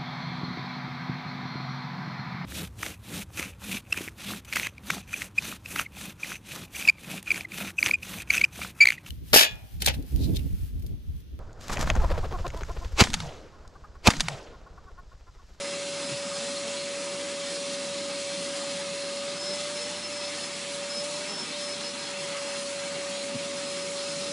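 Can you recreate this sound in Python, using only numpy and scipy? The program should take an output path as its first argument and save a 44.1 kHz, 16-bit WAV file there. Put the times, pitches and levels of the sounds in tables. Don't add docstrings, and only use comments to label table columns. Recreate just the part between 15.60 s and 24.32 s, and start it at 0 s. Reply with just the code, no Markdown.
import sys
import numpy as np
from scipy import signal
from scipy.fft import rfft, irfft, next_fast_len
from scipy.io import wavfile
from scipy.ndimage import uniform_filter1d

SR = 44100
rng = np.random.default_rng(int(sys.argv[2]) if len(sys.argv) > 2 else 0)


def waveform_to_disk(signal):
    frames = np.transpose(np.atleast_2d(signal))
    scaled = np.clip(frames, -1, 1) * 32767
    samples = np.round(scaled).astype(np.int16)
    wavfile.write(sys.argv[1], SR, samples)


def attenuation_scalar(level_db):
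    decades = np.asarray(level_db, float) / 20
    return 10 ** decades


N = 384552
FULL_CHOKE_HZ = 25


def rms_one(x):
    return x / np.sqrt(np.mean(x ** 2) + 1e-20)


def drift(rate_hz):
    pole = np.exp(-80 * np.pi * rate_hz / SR)
    noise = rng.standard_normal(N // 40 + 2002)
    slow = signal.lfilter([1], [1, -2 * pole, pole * pole], noise)[2000:]
    return np.interp(np.arange(N) / 40, np.arange(len(slow)), rms_one(slow))


def turns(hz):
    return 2 * np.pi * np.cumsum(hz) / SR


def lag(x, seconds):
    pole = np.exp(-1 / (seconds * SR))
    return signal.lfilter([1 - pole], [1, -pole], x)


def spans(rows, heights):
    t = np.arange(N) / SR
    return sum(height * ((t >= start) & (t < start + length))
               for (start, length, _), height in zip(rows, heights))


def half_sine_swell(t, start, length):
    return np.sin(np.pi * np.clip((t - start) / length, 0, 1))


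def reach(table, shaft_hz, choked):
    hz, choked_db, open_db = np.transpose(table)
    choked_height = np.interp(shaft_hz, hz, attenuation_scalar(choked_db))
    open_height = np.interp(shaft_hz, hz, attenuation_scalar(open_db))
    return choked * choked_height + (1 - choked) * open_height


def choking(hose_lag_s=.035, rotor_lag_s=.415):
    # (start [s], length [s], rise the shaft would settle at [Hz])
    chokes = [(0, .08, 14), (.455, .11, 3), (.995, .06, 9.6), (1.405, .06, 11.9), (3.585, .36, 25.8),
              (3.985, .4, 25.8), (5.185, .6, 29.7), (6.925, 1.36, 1.5), (8.295, .6, 4.8)]
    unload_hz = lag(spans(chokes, np.array(chokes)[:, 2]), hose_lag_s)
    choked = np.clip(unload_hz / FULL_CHOKE_HZ, 0, 1)
    return choked, lag(unload_hz, rotor_lag_s)


def motor(shaft, shaft_hz, choked, waver_db=1.5, room_late_s=0.039, mains_ripple_hz=100):
    # (shaft multiple, ripple multiple, level [dB rms])
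    motor_tones = [(0, 1, -63.5), (0, 2, -57), (0, 3, -57), (1, -1, -62), (1, 2, -63), (2, -1, -66),
                   (2, 0, -63), (2, 1, -61), (2, 2, -64)]
    # (shaft speed [Hz], nozzle choked [dB rms], nozzle open [dB rms])
    shaft_reach = [(564.7, -37, -36), (566, -34.5, -36.5), (567.5, -36, -37), (569.9, -40.5, -41),
                   (569.5, -40, -44), (575, -37.5, -41), (575.5, -34, -41.7), (577.4, -36, -37.5),
                   (583.3, -39, -39.5), (584, -40.5, -42), (585, -44, -44.5), (585.2, -52, -52),
                   (586.4, -53, -58)]
    ripple = turns(np.full(N, mains_ripple_hz))
    late_hz = np.interp(np.arange(N) - room_late_s * SR, np.arange(N), shaft_hz)
    out = reach(shaft_reach, late_hz, choked) * attenuation_scalar(0.33 * drift(31)) * np.sin(shaft)
    for order, beat, db in motor_tones:
        phase = round(order) * shaft + round(beat) * ripple + rng.uniform(0, 2 * np.pi)
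        out += attenuation_scalar(db + waver_db * drift(1.8)) * np.sin(phase)
    return np.sqrt(2) * out


def fan_whine(shaft, shaft_hz, choked, blades=9, flutter_db=1.9, swell_edge_s=.025):
    # (shaft speed [Hz], nozzle choked [dB rms], nozzle open [dB rms])
    whine_reach = [(564.4, -53, -51), (566, -54, -59), (568, -55, -60), (569, -50, -53), (570, -51, -53),
                   (571, -58, -62), (572, -48, -42), (573, -42, -46), (574, -42, -60), (575, -38, -44),
                   (576, -37.5, -41), (577, -38, -40), (578, -49, -42), (579, -51, -43), (580, -62, -43),
                   (581, -60, -50), (582, -43, -62), (583, -44, -50), (584, -54, -43), (585, -49, -56),
                   (586, -39, -43), (587, -36.5, -36.5)]
    # (start [s], length [s], lowest height [dB rms])
    whine_swells = [(0, .17, -46), (.29, 0.51, -46), (1.43, .13, -49), (1.85, .2, -49), (3.79, 0.17, -38),
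                    (4.153, .12, -40.5), (4.432, 0.039, -35.5), (4.925, .04, -46), (5.3, 0.033, -36),
                    (6, .14, -40), (6.225, .07, -39.5), (6.4, .11, -45), (6.58, .08, -47),
                    (6.78, 0.24, -47), (7.78, .25, -50), (8.03, .24, -46), (8.38, .16, -46),
                    (8.59, .15, -47)]
    steps = spans(whine_swells, attenuation_scalar(np.array(whine_swells)[:, 2]))
    swells = uniform_filter1d(steps, size=int(swell_edge_s * SR))
    height = np.maximum(reach(whine_reach, shaft_hz, choked), swells)
    return np.sqrt(2) * height * attenuation_scalar(flutter_db * drift(30.0)) * np.sin(blades * shaft)


def air(overspeed, patchy_db=0.6, wander_db=0.57, gust_db=0.43):
    # (level [dB rms], change at full overspeed [dB], share of the brightness swing [factor])
    air_regions = [(-45.5, -1, 0.41), (-45.5, 0.8, -0.74), (-45, 0.3, -0.86), (-41.5, -1.8, 0.5),
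                   (-41.5, -0.8, 0.66)]
    region_edges = [520, 1850, 3050, 5200]
    # (frequency [Hz], relative level per Hz [dB])
    colour = [(30, -38), (85, -28), (120, -16), (230, -3), (440, -10), (1900, -10.3), (2100, -6),
              (3100, -9.5), (4200, -7), (5500, -8), (8500, -12.5), (10300, -12.5), (10620, -17),
              (10720, -28), (11150, -37)]
    # (centre [Hz], width [Hz], rise [dB])
    resonances = [(167, 43, 8), (262, 20, 7), (374, 70, 6), (487, 20, 6), (892, 25, 3), (974, 63, 5),
                  (1118, 40, 4.5), (1236, 74, 5), (1483, 34, 4), (1604, 58, 4.5), (1861, 38, 5),
                  (2021, 30, 4.5), (2155, 20, 2.5), (2289, 25, 2), (2594, 25, 4), (2762, 239, 4),
                  (3236, 138, 3.5), (3542, 167, 4), (4114, 209, 6.5), (4321, 15, 4), (4411, 116, 3),
                  (5945, 198, 2), (6879, 119, 3.5), (7275, 600, 2.5), (8020, 360, 2.5), (9495, 250, 3)]
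    # (time [s], swing before each region's share [dB])
    brightness = [(0, -.5), (.6, 0.6), (1.2, 0), (2, 1.3), (3, 0.5), (3.6, 1.1), (5, -0.5), (6.1, 0.5),
                  (7.5, -1), (8.1, 0), (8.72, 0.5)]
    size = 2 * next_fast_len(N // 2 + 1)
    hz = np.arange(size // 2 + 1) * SR / size + 1e-3
    colour_hz, colour_db = np.transpose(colour)
    db = np.interp(np.log(hz), np.log(colour_hz), colour_db)
    for centre_hz, width_hz, rise_db in resonances:
        db += rise_db / (1 + (2 * (hz - centre_hz) / width_hz) ** 2)
    coloured = rfft(rng.standard_normal(size)) * attenuation_scalar(db) * room(hz)
    above = [1 / (1 + (edge / hz) ** 16) for edge in region_edges]
    shares = -np.diff([np.ones_like(hz), *above, np.zeros_like(hz)], axis=0)
    bright_s, swing_db = np.transpose(brightness)
    bright_db = np.interp(np.arange(N) / SR, bright_s, swing_db)
    gust, out = drift(23.0), 0
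    for share, (mean_db, choke_db, leans) in zip(shares, air_regions):
        level_db = mean_db + choke_db * overspeed + leans * bright_db + wander_db * drift(1.53)
        level_db = level_db + gust_db * gust + patchy_db * drift(7.5)
        out = out + attenuation_scalar(level_db) * rms_one(irfft(coloured * share, size)[:N])
    return out


def room(hz, t60_s=0.28, tail_db=-10.5, dull_hz=4000):
    t = np.arange(SR // 2) / SR
    tail = rng.standard_normal(len(t)) * attenuation_scalar(-60 * t / t60_s)
    dull = 1 / np.sqrt(1 + (hz / dull_hz) ** 2)
    return 1 + attenuation_scalar(tail_db) * dull * rfft(tail / np.sqrt(np.sum(tail ** 2)), 2 * (len(hz) - 1))


def uneven_bands(x, size=2048, count=3, spread_db=2.2):
    cells = signal.stft(x, nperseg=size)[2]
    chance = rng.standard_normal((len(cells) // count + 1, cells.shape[1]))
    gains = attenuation_scalar(spread_db * rms_one(uniform_filter1d(chance, size=3)))
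    gains = np.repeat(gains, count, axis=0)[:len(cells)]
    uneven = signal.istft(cells * gains, nperseg=size)[1][:N]
    return rms_one(uneven) * np.std(x)


def fur_flutters(unsteady=.05):
    # (start [s], overtone level [dB], flap rate [Hz], length [s], strongest near [Hz])
    flaps = [(.78, -42, 235, .13, 240), (1.02, -42, 232, .1, 330), (3.86, -44, 195, .1, 300),
             (5.68, -41, 200, .085, 330), (5.79, -44, 190, .07, 420)]
    t, out = np.arange(N) / SR, np.zeros(N)
    for start, db, hz, length, peak_hz in flaps:
        swell = half_sine_swell(t, start, length)
        flap = turns(hz * (1 + unsteady * drift(15.0)))
        for k in range(1, 9):
            hose_end = 1 / np.sqrt(1 + ((k * hz - peak_hz) / 150) ** 2)
            out += attenuation_scalar(db) * swell * np.sin(k * flap + k * k) * hose_end
    return out


def bumps():
    # (start [s], peak level [dB], pitch [Hz], length [s])
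    thud_parts = [(.505, -35.5, 138, .055), (5.755, -39, 200, .02), (5.766, -34, 590, .02),
                  (5.78, -37, 920, .012), (5.82, -36, 215, .025), (7.745, -32.5, 135, .028),
                  (7.746, -30, 240, .025), (7.758, -36, 520, .006)]
    t, out = np.arange(N) / SR, np.zeros(N)
    for start, db, hz, length in thud_parts:
        out += attenuation_scalar(db) * half_sine_swell(t, start, length) * np.sin(2 * np.pi * hz * (t - start))
    return out


def deep_rumble(level_db=-82, cut_hz=55):
    low_pass = signal.butter(2, cut_hz, fs=SR, output="sos")
    low = signal.sosfilt(low_pass, rng.standard_normal(N))
    return attenuation_scalar(level_db + 4 * drift(6)) * rms_one(low)


def scene(idle_hz=564.375):
    choked, rise_hz = choking()
    shaft_hz = idle_hz + rise_hz
    shaft = turns(shaft_hz)
    tones = motor(shaft, shaft_hz, choked) + fan_whine(shaft, shaft_hz, choked)
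    rush = uneven_bands(air(rise_hz / FULL_CHOKE_HZ))
    bass_cut = signal.butter(2, 90, "high", fs=SR, output="sos")
    thuds = signal.sosfilt(bass_cut, bumps() + fur_flutters())
    return np.tile(tones + rush + thuds + deep_rumble(), (2, 1))


def band_limit(x):
    return signal.sosfilt(signal.butter(12, 11560, fs=SR, output="sos"), x)


def record(dry):
    top_cut = signal.ellip(12, .5, 60, 11150, fs=SR, output="sos")
    mix = signal.sosfilt(top_cut, dry)
    return band_limit(mix)


dry = scene()
out = record(dry)
waveform_to_disk(out)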